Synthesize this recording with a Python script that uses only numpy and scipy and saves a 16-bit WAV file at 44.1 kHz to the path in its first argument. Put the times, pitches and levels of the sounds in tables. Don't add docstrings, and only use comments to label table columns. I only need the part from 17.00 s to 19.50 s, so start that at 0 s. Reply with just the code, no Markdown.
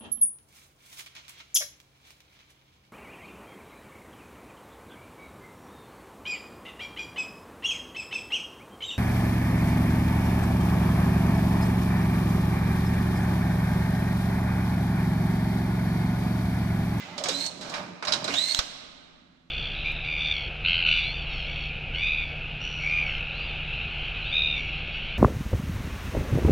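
import sys
import numpy as np
from scipy import signal
from scipy.fft import rfft, irfft
from scipy.io import wavfile

SR = 44100
rng = np.random.default_rng(int(sys.argv[2]) if len(sys.argv) > 2 else 0)


def inscribe(sig):
    pcm = np.round(np.clip(np.atleast_2d(sig).T, -1, 1) * 32767)
    wavfile.write(sys.argv[1], SR, pcm.astype(np.int16))


N = 110250
T = np.arange(N) / SR


def amp(db):
    return 10 ** (np.asarray(db) / 20)


def unit(x):
    return x / np.sqrt(np.mean(x ** 2) + 1e-20)


def read(points, hz):
    f, value = np.transpose(points)
    return np.interp(np.log(hz + 1), np.log(f + 1), value)


def level(rows, column=1):
    rows = np.array(rows)
    return amp(np.interp(T, rows[:, 0], rows[:, column]))


def noise(spectrum):
    # frequency in Hz, how alike left and right are (1 is the same).
    likeness = [(40, 0.24), (130, 1), (400, 0.92), (800, 0.4), (1400, 0.067), (4000, 0.033), (12000, 0.65)]
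    hz = np.fft.rfftfreq(N, 1 / SR)
    a, b = rfft(rng.standard_normal((2, N)))
    same = np.clip(read(likeness, hz), -1, 1)
    left = same * a + np.sqrt(1 - same ** 2) * b
    return unit(irfft(np.array([left, a]) * amp(read(spectrum, hz)), N))


def wander(hz):
    return unit(irfft(rfft(rng.standard_normal(N)) / (1 + (np.fft.rfftfreq(N, 1 / SR) / hz) ** 2), N))


def band(turns, width_hz):
    phase = 2 * np.pi * turns
    return unit(wander(width_hz) * np.cos(phase) + wander(width_hz) * np.sin(phase))


def tone(hz):
    return np.sin(2 * np.pi * np.cumsum(hz) / SR)


def blow(start, rise, decay, hold=0):
    return np.clip((T - start) / rise, 0, 1) * np.exp(-np.maximum(T - start - rise - hold, 0) / decay)


def reflect(x, fade_times, levels):
    hz, t, z = signal.stft(rng.standard_normal((2, N)), SR, nperseg=512)
    fall = amp(-60 * t / read(fade_times, hz)[:, None])
    fall *= amp(read(levels, hz))[:, None] / np.sqrt((fall ** 2).sum(1, keepdims=True) * t[1] * SR)
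    return signal.fftconvolve(x, signal.istft(z * fall, SR, nperseg=512)[1], axes=1)[:, :N]


def lean(x, share):
    # frequency in Hz, left minus right in dB at a share of 1.
    balance = [(180, -5), (800, -7.5), (1200, -2.5), (2300, -8), (3500, -15), (5000, -16), (6200, -6.5),
               (7400, 5.5), (8600, 16.5), (11000, -5), (15000, 10.5)]
    ratio = amp(share * read(balance, np.fft.rfftfreq(2 * N, 1 / SR)))
    return irfft(rfft(x, 2 * N) * np.array([ratio, ratio ** 0]) * np.sqrt(2 / (1 + ratio ** 2)))[:, :N]


def workshop():
    # frequency in Hz, relative level in dB.
    motor_tones = [(64.6, -76), (167.5, -69.5), (253, -70), (339, -76)]
    room_colour = [(20, -13), (60, -1), (120, 9.5), (260, 17.5), (450, -12), (1000, -33.5), (3500, -7),
                   (7000, -16.5), (10000, -32), (15000, -40)]
    ring_colour = [(500, -9), (1550, -1), (1800, -4.5), (2200, 0.5), (2700, -1), (3800, -5), (7000, -15.5),
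                   (10000, -37)]
    hum = sum(amp(db) * np.sqrt(2) * tone(hz * (1 + 0.0024 * wander(8.2))) for hz, db in motor_tones)
    ringing = amp(-41) * noise(ring_colour) + amp(-50) * band(2037 * T, width_hz=14)
    return hum + amp(-66) * noise(room_colour) + np.exp(-T / 0.21) * ringing


def gearbox():
    # time in seconds, relative growl level in dB, relative rattle level in dB.
    load = [(0, -51, -57.5), (.16, -45, -44), (.21, -46.5, -39), (.31, -45.5, -47.5), (.37, -43.5, -44.5),
            (.47, -48, -47), (.56, -47.5, -54.5), (.67, -42, -40.5), (.73, -46.5, -39), (.81, -41.5, -37),
            (.93, -44.5, -57), (1.01, -63, -67), (1.09, -43, -36), (1.17, -39.5, -36.5),
            (1.26, -40.5, -42.5), (1.355, -42.5, -42.5), (1.41, -55, -66), (1.6, -63.5, -40.5),
            (1.68, -70.5, -84)]
    # time in seconds, rumble level in dB.
    rumble_levels = [(.1, -61), (.45, -61), (.85, -72.5), (1.2, -73.5), (1.3, -57.5), (1.41, -59),
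                     (1.47, -65.5), (1.7, -81)]
    # a panel's pitch in Hz, width in Hz, relative level in dB.
    panel_tones = [(177.7, 24, -8.5), (269.2, 5.6, -13), (582, 15.5, -9.5), (621.3, 19, -10),
                   (798.5, 22, -16), (901, 16, -14.5)]
    # frequency in Hz, relative level in dB.
    growl_colour = [(25, -36), (60, -18), (110, -4.5), (180, 3), (310, -2), (480, -8), (900, -64.5)]
    rattle_colour = [(250, -3.5), (450, -2), (620, 9), (850, 7.5), (1200, 6), (2200, -8), (4000, -4.5),
                     (7000, -32), (10000, -32.5)]
    rumble_colour = [(22, -8), (55, 6.5), (110, 12), (200, -32.5)]
    low, high = level(load, column=1), level(load, column=2)
    panels = sum(amp(db) * band(hz * T, width / 2) * (low if hz < 400 else high)
                 for hz, width, db in panel_tones)
    growl = amp(-4.5) * low * noise(growl_colour)
    rattle = amp(-4) * high * amp(3.0 * wander(100)) * noise(rattle_colour)
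    return growl + rattle + panels + level(rumble_levels) * noise(rumble_colour)


def cam_drive():
    start_s, end_s, from_hz, to_hz = 0.032, 0.14, 660, 925
    progress = np.clip((T - start_s) / (end_s - start_s), 0, 1)
    swell = amp(-47) * np.sqrt(abs(np.sin(np.pi * progress)))
    return swell * tone(from_hz + (to_hz - from_hz) * progress) * (1 + 0.22 * wander(50))


def lever_clacks():
    # start in seconds, thud, clank and click levels in dB, click decay in seconds,
    # ring and tick levels in dB, ring pitch in Hz.
    landings = [(0.178, -40, -40.5, -31.5, 0.024, -55, -45, 4400),
                (.237, -37, -35.5, -26.5, 0.011, -50, -29.5, 4400),
                (0.256, -42.5, -36, -33, 0.049, -45, -68, 4000),
                (.285, -48.5, -37.5, -27.5, 0.022, -60, -28.5, 4000),
                (0.462, -43, -55, -27.5, 0.0045, -48, -31, 4300),
                (0.61, -55, -43.5, -42.5, 0.15, -41, -42, 4300),
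                (0.695, -45.5, -60, -51, 0.05, -37.5, -41, 4300),
                (.738, -44.5, -33, -37, 0.03, -35, -52, 4200),
                (1.024, -40.5, -31.5, -39.5, 0.018, -49, -61.5, 2500),
                (1.050, -50.5, -38.5, -30, 0.0074, -48.5, -40.5, 5600),
                (1.0705, -67, -32, -34.5, 0.015, -25, -57, 3900),
                (1.08, -45.5, -36.5, -34, 0.036, -27.5, -48, 5600),
                (1.121, -48.5, -31.5, -22, 0.0099, -18.5, -44.5, 4600),
                (1.134, -42, -35.5, -27, 0.023, -24.5, -49.5, 4200),
                (1.242, -39, -38, -33.5, 0.028, -27, -35.5, 3700),
                (1.2769, -36.5, -35.5, -34.5, 0.039, -27, -43, 3700),
                (1.338, -45.5, -33.5, -28.5, 0.011, -29.5, -58, 3400)]
    # a lever tone's pitch in Hz, relative level in dB, seconds to fade by 60 dB.
    steel_tones = [(2304, 2, .09), (2750, -3, .06), (3860, 0, .07), (4040, 0, .06), (4204, -3, .05),
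                   (4700, -2, .06), (4975, 0, .06), (5330, 0, .07)]
    # frequency in Hz, relative level in dB.
    thud_colour = [(40, -48.5), (90, -33), (160, -8), (430, -0.5), (620, 3.5), (850, -3), (1300, -7.5),
                   (3000, -61.5)]
    clank_colour = [(300, -61), (700, 7.5), (1100, 10), (1500, 12), (1900, 6), (2400, 9.5), (3200, -5),
                    (6000, -46)]
    click_colour = [(1200, -97), (2800, 2), (3900, 8), (5300, 5.5), (8000, -7.5), (10000, -18),
                    (15000, -60)]
    tick_colour = [(3000, -18), (5500, 8), (8000, 6), (10000, -17), (15000, -18)]
    rise_s = 0.002
    thud, clank, click, tick = np.zeros((4, N))
    ring = np.zeros((2, N))
    steel_hz, steel_db, fade_s = np.transpose(steel_tones)
    t = T[:SR // 8, None]
    for start, thud_db, clank_db, click_db, decay, ring_db, tick_db, ring_hz in landings:
        thud += amp(thud_db) * blow(start, 2 * rise_s, decay=0.029)
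        clank += amp(clank_db) * blow(start, rise_s, decay * 1.39)
        click += amp(click_db) * blow(start, rise_s, decay)
        tick += amp(tick_db) * blow(start, rise_s / 2, decay=0.01)
        weight = amp(steel_db) * np.exp(-.5 * (np.log(steel_hz / ring_hz) / .2) ** 2)
        detuned_hz = steel_hz * (1 + .006 * rng.standard_normal(len(steel_hz)))
        waves = np.sin(2 * np.pi * (detuned_hz * t + rng.random((2, 1, len(steel_hz)))))
        shape = np.minimum(t / (2 * rise_s), 1) * amp(-60 * t / fade_s)
        tones = weight / np.linalg.norm(weight) * shape * waves
        at = round(start * SR)
        ring[:, at:at + len(t)] += 2 * amp(ring_db) * tones.sum(axis=2)
    chatter = unit(amp(0.31 * wander(280)))
    metal = clank * noise(clank_colour) + click * noise(click_colour) + tick * noise(tick_colour)
    return thud * noise(thud_colour) + chatter * metal + ring


def cabinet_knocks():
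    # start in seconds, level in dB, pitch in Hz.
    knocks = [(.205, -39, 583), (.257, -34.5, 700), (.283, -32.5, 470), (0.776, -41, 622),
              (1.281, -36.5, 451.8)]
    return sum(amp(db) * blow(start, rise=0.0048, decay=0.022) * band(hz * T, width_hz=87)
               for start, db, hz in knocks)


def rollers():
    # start and stop in seconds, then relative levels in dB of hiss, undertone and rasp.
    runs = [(0.286, 0.473, -39, -28, -8.5), (1.298, 1.586, -37, -19.5, -6.5)]
    # time in seconds, tooth rate in Hz.
    tooth_rates = [(.29, 3450), (.32, 3780), (.35, 4020), (.385, 4140), (.45, 4300), (.50, 4320),
                   (1.30, 2100), (1.338, 2980), (1.357, 3500), (1.39, 3830), (1.425, 4030), (1.455, 4160),
                   (1.546, 4370), (1.556, 3920), (1.58, 4170)]
    # time in seconds, whine level in dB.
    whine_levels = [(.29, -37), (.341, -34.5), (.351, -23.5), (.364, -30), (.402, -34), (.410, -23),
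                    (.432, -31.5), (.465, -28), (.50, -33.5), (1.30, -36), (1.351, -33), (1.358, -27),
                    (1.393, -19.5), (1.401, -29), (1.410, -25), (1.438, -24), (1.468, -28), (1.522, -23.5),
                    (1.545, -35.5), (1.585, -30), (1.605, -49)]
    # multiple of the tooth rate, relative level in dB.
    harmonics = [(1, 0), (2, -20)]
    # frequency in Hz, relative level in dB.
    hiss_colour = [(300, -45), (900, -33.5), (1600, 0.5), (4200, 1), (6500, 3), (8300, -2.5), (10000, -21),
                   (12500, -17.5), (15000, -22)]
    top_hz, flutter_hz, flutter_db = 4390, 70, 2.2
    attack_s, release_s, coast_s = 0.009, 0.0057, .03
    sliding, running, undertone, rasp_gain = np.zeros((4, N))
    speed = np.interp(T, *np.transpose(tooth_rates)) / top_hz
    for start, stop, hiss_db, undertone_db, rasp_db in runs:
        rasp_gain = np.where(T > start, amp(rasp_db), rasp_gain)
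        rise, after = np.clip((T - start) / attack_s, 0, 1), np.maximum(T - stop, 0)
        sliding += amp(hiss_db) * rise * np.exp(-after / release_s)
        running += rise * np.exp(-after / coast_s)
        undertone += amp(undertone_db) * rise * np.exp(-after / release_s)
    bite = np.clip((speed - .74) / .05, 0, 1)
    turns = np.cumsum(top_hz * speed * (1 + .007 * wander(104))) / SR
    wobble = tone(flutter_hz * (1 + .5 * wander(52))) + .5 * wander(150)
    flutter = unit(amp(flutter_db * wobble))
    whine = undertone * band(turns / 2, width_hz=60)
    for k, db in harmonics:
        rasp = np.array([band(k * turns * .975, width_hz=300 * k) for _ in range(2)])
        clear = bite * np.sin(2 * np.pi * k * turns)
        whine = whine + amp(db) * (clear + (1 - bite + rasp_gain * k * bite) * rasp)
    whine = whine * flutter * running * level(whine_levels)
    near_echo = reflect(whine, fade_times=[(1000, .07)], levels=[(1000, -10)])
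    grain = unit(amp(2.2 * wander(450)))
    return whine + near_echo + sliding * speed ** 0.85 * grain * noise(hiss_colour)


def motor_groans():
    # start in seconds, level in dB, hold in seconds.
    groans = [(0.295, -43, 0.077), (1.275, -42.5, 0.055)]
    load = sum(amp(db) * blow(start, rise=0.027, decay=0.017, hold=hold) for start, db, hold in groans)
    return load * np.sqrt(2) * tone(279.2 + 6 * wander(63))


def strap_and_latch():
    # start in seconds, crack level in dB, its decay in seconds, bump and body levels in dB.
    snaps = [(1.5464, -15, 0.0016, -41.5, -48), (1.5890, -15.5, 0.005, -30.5, -25)]
    # frequency in Hz, relative level in dB.
    crack_colour = [(700, -26), (1400, 2.5), (2400, -7), (3600, 7), (4600, 2.5), (8000, -7.5),
                    (10000, -35.5), (15000, -46.5)]
    body_colour = [(150, -15.5), (700, 0.5), (1400, 4.5), (2400, -1), (3500, 3.5), (6000, 3), (9000, -32)]
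    bump_colour = [(15, 15), (45, -5.5), (90, -13), (200, -8.5), (600, -72)]
    rise_s = 0.0015
    crack, bump, body = np.zeros((3, N))
    for start, crack_db, decay, bump_db, body_db in snaps:
        crack += amp(crack_db) * blow(start, rise_s, decay)
        bump += amp(bump_db) * blow(start, rise_s, decay=0.0099)
        body += amp(body_db) * blow(start, rise_s, decay=0.019)
    squashed = unit(np.tanh(noise(crack_colour) / 2))
    return crack * squashed + body * noise(body_colour) + bump * noise(bump_colour) * amp([[3], [-13]])


def scene():
    # frequency in Hz, seconds for the echo to fade by 60 dB.
    hall_fades = [(100, 3), (300, 2.5), (2000, 2), (4000, 1.5), (6000, 1.13), (8500, 1.0), (14000, 0.7)]
    # frequency in Hz, echo level in dB.
    hall_levels = [(100, -16.5), (250, -6), (600, -5.5), (1500, -10), (2800, -6.5), (3700, -11),
                   (4300, -14), (5200, -9.5), (9000, -11), (14000, -14)]
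    machine = gearbox() + cam_drive() + lever_clacks() + cabinet_knocks()
    machine += rollers() + motor_groans() + strap_and_latch()
    hall = reflect(machine, hall_fades, hall_levels) + workshop()
    return lean(machine, share=0.8) + lean(hall, share=0.65)


def record(dry):
    low_pass = signal.firwin(401, cutoff=15400, window=("kaiser", 8), fs=SR)
    return signal.oaconvolve(dry, low_pass[None], "same")


dry = scene()
out = record(dry)
inscribe(out)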